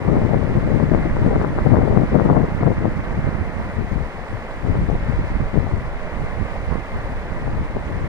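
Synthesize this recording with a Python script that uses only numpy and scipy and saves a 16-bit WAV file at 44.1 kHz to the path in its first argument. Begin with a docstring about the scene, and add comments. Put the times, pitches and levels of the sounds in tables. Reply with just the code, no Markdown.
"""Hot spring in a gusty wind

A hot spring churns and steams in the open, with no echo: an even rush of foam and spray noise
mixed with ringing bubbles, heard by two small microphones. Turbulent gusts buffet each microphone
port on its own, the left hardest, with a rumble and sharp flaps. One tiny tick sounds on the right."""
import sys
import numpy as np
from scipy import signal
from scipy.fft import rfft, irfft, next_fast_len
from scipy.io import wavfile

SR = 44100
rng = np.random.default_rng(int(sys.argv[2]) if len(sys.argv) > 2 else 0)


def file_out(sig):
    """Save sig as 16-bit WAV at sys.argv[1]."""
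    # one column per channel
    cols = np.atleast_2d(sig).T
    # limit, then scale
    lim = np.clip(cols, -1, 1)
    pcm = np.round(lim * 32767).astype(np.int16)
    wavfile.write(sys.argv[1], SR, pcm)


N = 356328

# Slow changes in the water sound. Each row: time in seconds, then churn, splash and spray gains in dB.
WATER_LEVELS = [(0, 1.4, -1, -.3), (.9, .5, 2, .6), (2.2, 0.7, 0.3, 0), (3.3, .4, 1.7, -1),
                (4.15, 0.35, -0.6, 0), (5.2, -0.1, 0.8, 0.3), (5.75, 0.7, -0.5, -1), (6.5, .7, 0, 0.1),
                (8.08, 0.5, -.5, -.6)]
SPLASH_FROM_HZ, SPRAY_FROM_HZ = 1400, 2400
# The water's spectrum at each microphone. Each row: frequency in Hz, spectral density in dB.
WATER_SPECTRUM_LEFT = [(60, -69), (200, -64), (360, -66.5), (520, -61.5), (720, -65), (930, -64.5),
                       (1600, -71.8), (2080, -66.8), (2300, -72), (2900, -85), (3800, -89), (5200, -100),
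                       (9000, -115.5), (15500, -120)]
WATER_SPECTRUM_RIGHT = [(60, -79), (200, -60), (310, -67.5), (430, -62), (570, -60), (750, -65),
                        (1100, -66), (1600, -69.5), (2150, -70.5), (3000, -81.5), (4800, -88.5),
                        (7200, -95), (10500, -99), (15500, -115)]
# Water sound common to both microphones. Each row: frequency in Hz, share of the power.
COMMON_SHARE = [(100, .8), (650, .94), (1100, .86), (1550, .68), (2050, .8), (3000, .46), (4200, .52),
                (7000, .15), (15000, .08)]
# The vent's later arrival on the left. Each row: frequency in Hz, phase lag in radians.
LEFT_LAG = [(200, .1), (650, 0.16), (1300, 1.36), (1750, 0.15), (2100, 1.56), (2500, 2.68), (3500, 3.4),
            (4500, 5.2), (6500, 9.5)]
# The left microphone turns towards the steam. Each row: time in seconds, treble gain in dB.
FACING_TREBLE = [(0, -4), (1.2, -2), (2.1, -4.5), (3.6, -3.2), (4.15, -0.7), (8.08, -1.5)]

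# The breeze at each port. Each row: time in seconds, strength in dB, tilt towards the bass in dB.
PORT_BREEZE_LEFT = [(0, -19.5, -2.5), (.4, -17.5, -0.5), (1.15, -19.5, -1), (1.55, -23, -3),
                    (2.15, -33, -5.5), (2.78, -18.5, -0.5), (2.98, -30.5, -2), (3.7, -35.5, 6.5),
                    (4.55, -38, 0), (4.9, -27.5, 6.5), (5.45, -32.5, 7), (6.0, -40, 2), (6.8, -43.5, 3.5),
                    (7.6, -36, 4.5), (8.08, -35, 0.5)]
PORT_BREEZE_RIGHT = [(0, -29, -1), (1.1, -27.5, 7), (1.4, -20.5, -1), (1.75, -26.5, 1), (2.2, -24, 0),
                     (3.35, -23, 1.5), (4.15, -42, -8), (4.65, -39, 3.5), (5.3, -36, 4), (5.7, -42.5, 1),
                     (6.4, -29, 4.5), (7.2, -33.5, 2.5), (8.0, -30.5, 1)]
# Gusts across one port. Each row: start in seconds, length in seconds, strength in dB, port.
PORT_GUSTS = [(0.077, 0.14, -12.5, "left"), (0.15, 0.099, -24, "right"), (0.287, 0.063, -11, "left"),
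              (0.724, 0.11, -14, "left"), (0.924, .04, -11.5, "left"), (1.217, .15, -11.5, "left"),
              (1.42, 0.096, -18.5, "left"), (1.673, .21, -10.5, "left"), (1.924, 0.08, -12, "left"),
              (2.147, 0.12, -10.5, "left"), (2.271, .15, -10, "left"), (2.597, .11, -19.5, "right"),
              (2.645, 0.046, -11.5, "left"), (2.862, 0.016, -17.5, "left"), (3.14, 0.053, -21, "left"),
              (3.283, .12, -19.5, "right"), (3.786, 0.032, -17.5, "left"), (3.928, 0.046, -21.5, "left"),
              (4.348, 0.014, -25, "left"), (4.66, 0.16, -17, "left"), (4.765, .07, -22, "right"),
              (4.893, 0.031, -15.5, "left"), (4.956, 0.058, -24.5, "right"), (5.09, 0.034, -23, "left"),
              (5.202, 0.014, -19, "right"), (5.218, 0.11, -29, "left"), (5.323, 0.095, -22, "right"),
              (5.554, 0.023, -16, "left"), (5.62, .13, -23.5, "left"), (5.817, 0.02, -28, "right"),
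              (6.16, .04, -24.5, "right"), (6.228, 0.051, -27.5, "left"), (6.424, 0.02, -23, "right"),
              (6.7, 0.054, -19.5, "right"), (6.975, 0.04, -29, "left"), (7.088, .03, -28.5, "left"),
              (7.26, 0.021, -34, "left"), (7.32, 0.047, -28.5, "right"), (7.438, 0.16, -23, "left"),
              (7.761, 0.012, -21, "left"), (7.891, 0.21, -25.5, "left"), (8.05, .04, -22.5, "right")]
MODERATE_GUST_DB, GUST_ATTACK_S, GUST_RELEASE_S = -20, .023, .04
# Buffeting in a moderate gust. Each row: frequency in Hz, relative level of an octave band in dB.
BUFFET_SPECTRUM_LEFT = [(16, -41), (30, -28.5), (60, -24), (120, -19), (220, -24.5), (450, -28), (700, -39),
                        (1000, -51.5), (1400, -73.5), (2200, -79)]
BUFFET_SPECTRUM_RIGHT = [(16, -30), (30, -26.5), (60, -23.5), (120, -24), (220, -20.5), (450, -49.5),
                         (700, -40.5), (1000, -32), (2200, -68)]
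# Faster air sheds smaller eddies, so highs grow most. Each row: frequency in Hz, dB per dB of gust.
BUFFET_GROWTH = [(20, 0), (45, .5), (90, 0.75), (140, 1.0), (400, 0.85), (1200, 2.2)]
# The hardest flaps of air. Each row: time in seconds, relative level in dB, centre in Hz, port.
HARD_FLAPS = [(0.309, -17, 390, "left"), (0.335, -3, 396, "left"), (0.348, -8, 440, "left"),
              (0.567, -9.5, 500, "left"), (0.948, 0, 480, "left"), (1.168, -8.5, 590, "left"),
              (1.358, -7.5, 800, "left"), (1.415, -6.5, 850, "left"), (1.447, -4.5, 850, "left"),
              (1.587, -4, 805, "left"), (1.673, -11, 704, "left"), (1.718, -11, 624, "left"),
              (1.757, -5.5, 720, "left"), (1.974, 6, 259, "left"), (2.198, -2.5, 820, "left"),
              (2.3, 1, 630, "left"), (2.367, -7, 820, "left"), (2.633, -5.5, 630, "left"),
              (2.666, -6, 700, "left"), (2.855, -0.5, 418, "left"), (3.791, -9, 149, "left"),
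              (4.696, -8, 250, "left"), (4.754, -13, 790, "left"), (4.9, -6, 420, "left"),
              (4.953, -10.5, 398, "right"), (5.098, -4.5, 146, "left"), (5.199, -9.5, 90, "right"),
              (5.406, -12.5, 198, "right"), (5.575, -3, 322, "left"), (5.668, -15, 630, "left"),
              (6.727, -12, 520, "right"), (6.756, -11, 300, "right"), (7.478, -10.5, 450, "left"),
              (7.768, -7, 384, "left")]

# The tick's time and modes. Each row: frequency in Hz, level in dB, seconds to fall by 60 dB.
TICK_S, TICK_MODES = 3.921, [(6400, -42, .014), (12900, -54, .012)]


def from_db(db):
    """Amplitude ratio of a level in decibels."""
    return 10 ** (np.asarray(db) / 20)


def unit_power(x):
    """Normalisation to a mean square of one."""
    return x / np.sqrt(np.mean(x ** 2) + 1e-20)


def in_time(rows):
    """Linear interpolation of each column at every sample."""
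    times, *columns = np.transpose(rows)
    return [np.interp(np.arange(N) / SR, times, column) for column in columns]


def at_hz(points, hz):
    """Interpolation along log frequency."""
    known_hz, values = np.transpose(points)
    return np.interp(np.log(hz + 1e-9), np.log(known_hz), values)


def drift(rate_hz):
    """Low-passed noise wanders smoothly with a spread of one."""
    pole = np.exp(-40 * np.pi * rate_hz / SR)  # one step per 20 samples
    slow = signal.lfilter([1], [1, -2 * pole, pole * pole], rng.standard_normal(N // 20 + 4002))[4000:]
    return np.interp(np.arange(N) / 20, np.arange(len(slow)), unit_power(slow))


def band(x, low, high):
    """Band-pass filtering, at unit power."""
    return unit_power(signal.sosfilt(signal.butter(2, [low, high], "band", fs=SR, output="sos"), x))


def shaped(x, response):
    """Filtering multiplies the spectrum by a response, a function of Hz."""
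    size = next_fast_len(N)
    hz = np.arange(size // 2 + 1) * SR / size
    return irfft(rfft(x, size) * response(hz), size)[:N]


def bubbles(hz, per_s, ring_cycles):
    """Damped resonance: bubbles of uneven strength burst at random, each ringing for a few cycles."""
    bursting = rng.random(N) < per_s / SR
    strength_db = np.minimum(rng.exponential(1, N), 4)
    impulses = np.where(bursting, from_db(strength_db) * rng.choice([-1, 1], N), 1e-18)
    radius = np.exp(-np.log(1000) * hz / (ring_cycles * SR))
    angle = 2 * np.pi * hz / SR
    return unit_power(signal.lfilter([1, 0, -1], [1, -2 * radius * np.cos(angle), radius ** 2], impulses))


def churning(bubble_db, slosh_db, flicker_db):
    """Amplitude modulation: foam hiss and bubbles, near even in power per Hz, swell as water heaves."""
    churn_db, splash_db, spray_db = in_time(WATER_LEVELS)
    edges = np.geomspace(50, 17000, 21)
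    foam, slosh, out = rng.standard_normal((2, N)), drift(3.9), 0
    for k, (low, high) in enumerate(zip(edges, edges[1:])):
        hz = np.sqrt(low * high)
        sound = band(foam[k % 2], low, high)
        if 350 < hz < 4800:
            sound = unit_power(sound + from_db(bubble_db) * bubbles(hz, per_s=.3 * hz, ring_cycles=4.6))
        flow_db = churn_db if hz < SPLASH_FROM_HZ else splash_db if hz < SPRAY_FROM_HZ else spray_db
        level_db = flow_db + slosh_db * slosh + flicker_db * drift(32)
        out += np.sqrt(high - low) * from_db(level_db) * sound
    return out


def body_shadow(sound, above_hz=2750):
    """Acoustic shadow: the device's body shades short waves while the microphone faces away."""
    treble = shaped(sound, lambda hz: 1 - 1 / (1 + (hz / above_hz) ** 10))
    treble_db, = in_time(FACING_TREBLE)
    return sound + (from_db(treble_db) - 1) * treble


def hot_spring():
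    """Partial coherence: the vent reaches both microphones, right first; the stream differs in each."""
    vent = churning(bubble_db=-2.5, slosh_db=.75, flicker_db=1.07)

    def microphone(spectrum, lags):
        stream = churning(bubble_db=-4, slosh_db=.4, flicker_db=1)
        gain = lambda hz: from_db(at_hz(spectrum, hz))
        share = lambda hz: at_hz(COMMON_SHARE, hz)
        phase = lambda hz: np.exp(-1j * at_hz(LEFT_LAG, hz)) if lags else 1
        direct = shaped(vent, lambda hz: gain(hz) * np.sqrt(share(hz)) * phase(hz))
        around = shaped(stream, lambda hz: gain(hz) * np.sqrt(1 - share(hz)))
        return direct + around

    left = body_shadow(microphone(WATER_SPECTRUM_LEFT, lags=True))
    return np.array([left, microphone(WATER_SPECTRUM_RIGHT, lags=False)])


def wind_strength(breeze_db, side, puff_db=2.5):
    """Unsteady flow, in dB: each gust builds before its start, overtakes the breeze, holds and decays."""
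    t = np.arange(N) / SR
    strength = from_db(breeze_db + puff_db * np.tanh(drift(7)))
    for start, length, db, port in PORT_GUSTS:
        if port == side:
            early, late = np.maximum(start - t, 0), np.maximum(t - start - length, 0)
            decay = np.minimum((early / GUST_ATTACK_S) ** 2 + late / GUST_RELEASE_S, 20)
            strength = np.maximum(strength, from_db(db) * np.exp(-decay))
    return 20 * np.log10(strength)


def buffeting(wind_db, tilt_db, spectrum, lump_db, eddy_hz, lump_from_hz, flutter_db, puff_db):
    """Turbulent pressure on a port: a fluttering rumble whose finer swirls come in lumps as eddies pass."""
    excess_db = wind_db - MODERATE_GUST_DB
    lull = 1 / (1 + from_db(excess_db))  # weak wind comes in separate puffs
    wobble_db = (flutter_db + puff_db * lull) * np.tanh(drift(22.4))
    edges = np.geomspace(14, 2500, 16)
    air, eddies, out = rng.standard_normal((2, N)), np.tanh(drift(eddy_hz)), 0
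    for k, (low, high) in enumerate(zip(edges, edges[1:])):
        hz = np.sqrt(low * high)
        lumps = unit_power(from_db(lump_db * eddies * hz / (hz + lump_from_hz) + wobble_db))
        swell_db = tilt_db * np.tanh(np.log(162 / hz))  # big slow eddies shift power below 162 Hz
        level_db = at_hz(spectrum, hz) + at_hz(BUFFET_GROWTH, hz) * excess_db + swell_db
        out += np.sqrt(np.log2(high / low)) * from_db(level_db) * lumps * band(air[k % 2], low, high)
    return out


def flaps(rows):
    """Bipolar pulses: an eddy crossing a port is a quick pressure flip inside a slower push and pull."""
    out, offsets = np.zeros(N), np.arange(-700, 701)
    flip = lambda phase: phase * np.exp((1 - phase ** 2) / 2)
    for (time, db, hz), sign in zip(rows, rng.choice([-1, 1], len(rows))):
        phase = 2 * np.pi * hz * offsets / SR
        pressure = flip(phase) + from_db(-7) * flip(phase / 2.6)
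        out[np.clip(round(time * SR) + offsets, 0, N - 1)] += sign * from_db(db) * pressure
    return out


def sputter(wind_db, count, over_wind_db, spread_db, low_hz, high_hz):
    """Intermittency: lesser flaps come at random, harder and sharper the stronger the wind."""
    when, size, weakness = rng.random((count, 3)).T
    local_db = wind_db[(when * N).astype(int)]
    hz = low_hz * (high_hz / low_hz) ** size * from_db(.16 * (local_db - MODERATE_GUST_DB))
    level_db = local_db + over_wind_db - spread_db * weakness
    return flaps(np.column_stack([when * N / SR, level_db, hz]))


def hard_flaps(side, gap_s=.0075, loss_db=8.5):
    """Vortex shedding: eddies come in a row, so a hard flap has a weaker one before and after it."""
    scatter = rng.uniform(.6, 1.5, (len(HARD_FLAPS), 3, 2))
    rows = []
    for (time, db, hz, port), draws in zip(HARD_FLAPS, scatter):
        if port == side:
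            for k, (spacing, pitch) in zip((-1, 0, 1), draws):
                rows.append((time + k * spacing * gap_s, db - abs(k) * loss_db, hz * pitch ** abs(k)))
    return flaps(rows)


def left_wind():
    """Turbulence at the windward port: lumpy eddies and a crackle of flaps."""
    breeze_db, tilt_db = in_time(PORT_BREEZE_LEFT)
    wind_db = wind_strength(breeze_db, "left")
    rumble = buffeting(wind_db, tilt_db, BUFFET_SPECTRUM_LEFT,
                       lump_db=10.5, eddy_hz=55, lump_from_hz=230, flutter_db=3, puff_db=2)
    crackle = sputter(wind_db, count=600, over_wind_db=6, spread_db=15, low_hz=142, high_hz=480)
    return from_db(-1.35) * rumble + crackle + from_db(-2.5) * hard_flaps("left")


def right_wind():
    """Turbulence at the sheltered port: a rumble with slower, softer thumps."""
    breeze_db, tilt_db = in_time(PORT_BREEZE_RIGHT)
    wind_db = wind_strength(breeze_db, "right")
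    rumble = buffeting(wind_db, tilt_db, BUFFET_SPECTRUM_RIGHT,
                       lump_db=3.5, eddy_hz=63, lump_from_hz=120, flutter_db=6, puff_db=0)
    thumps = sputter(wind_db, count=300, over_wind_db=7, spread_db=8.5, low_hz=90, high_hz=280)
    return from_db(-.9) * rumble + thumps + from_db(-2) * hard_flaps("right")


def port_saturation(pressure, limit=.97, cutoff_hz=1800):
    """Soft saturation and a low-pass: the port rounds off the strongest buffets and keeps them dull."""
    rounded = pressure / (1 + (pressure / limit) ** 4) ** .25
    return signal.sosfilt(signal.butter(5, cutoff_hz, fs=SR, output="sos"), rounded)


def tick():
    """Free decay: two high modes die within milliseconds."""
    age = np.maximum(np.arange(N) / SR - TICK_S, 0)
    return sum(from_db(db) * np.sin(2 * np.pi * hz * age) * np.exp(-np.log(1000) * age / t60)
               for hz, db, t60 in TICK_MODES)


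def scene():
    """Superposition of the water, the wind on both ports and the tick on the right."""
    water = hot_spring()
    wind = port_saturation(np.array([left_wind(), right_wind()]))
    return water + wind + tick() * [[0], [1]]


def record(dry, cutoff_hz=15700, fade_s=.004):
    """Band limiting: a steep low-pass cuts the top, and both ends fade briefly."""
    low_pass = signal.ellip(10, .1, 80, cutoff_hz, fs=SR, output="sos")
    from_end = np.minimum(np.arange(N), np.arange(N)[::-1])
    return signal.sosfilt(low_pass, dry) * np.minimum(from_end / (fade_s * SR), 1)


dry = scene()
out = record(dry)
file_out(out)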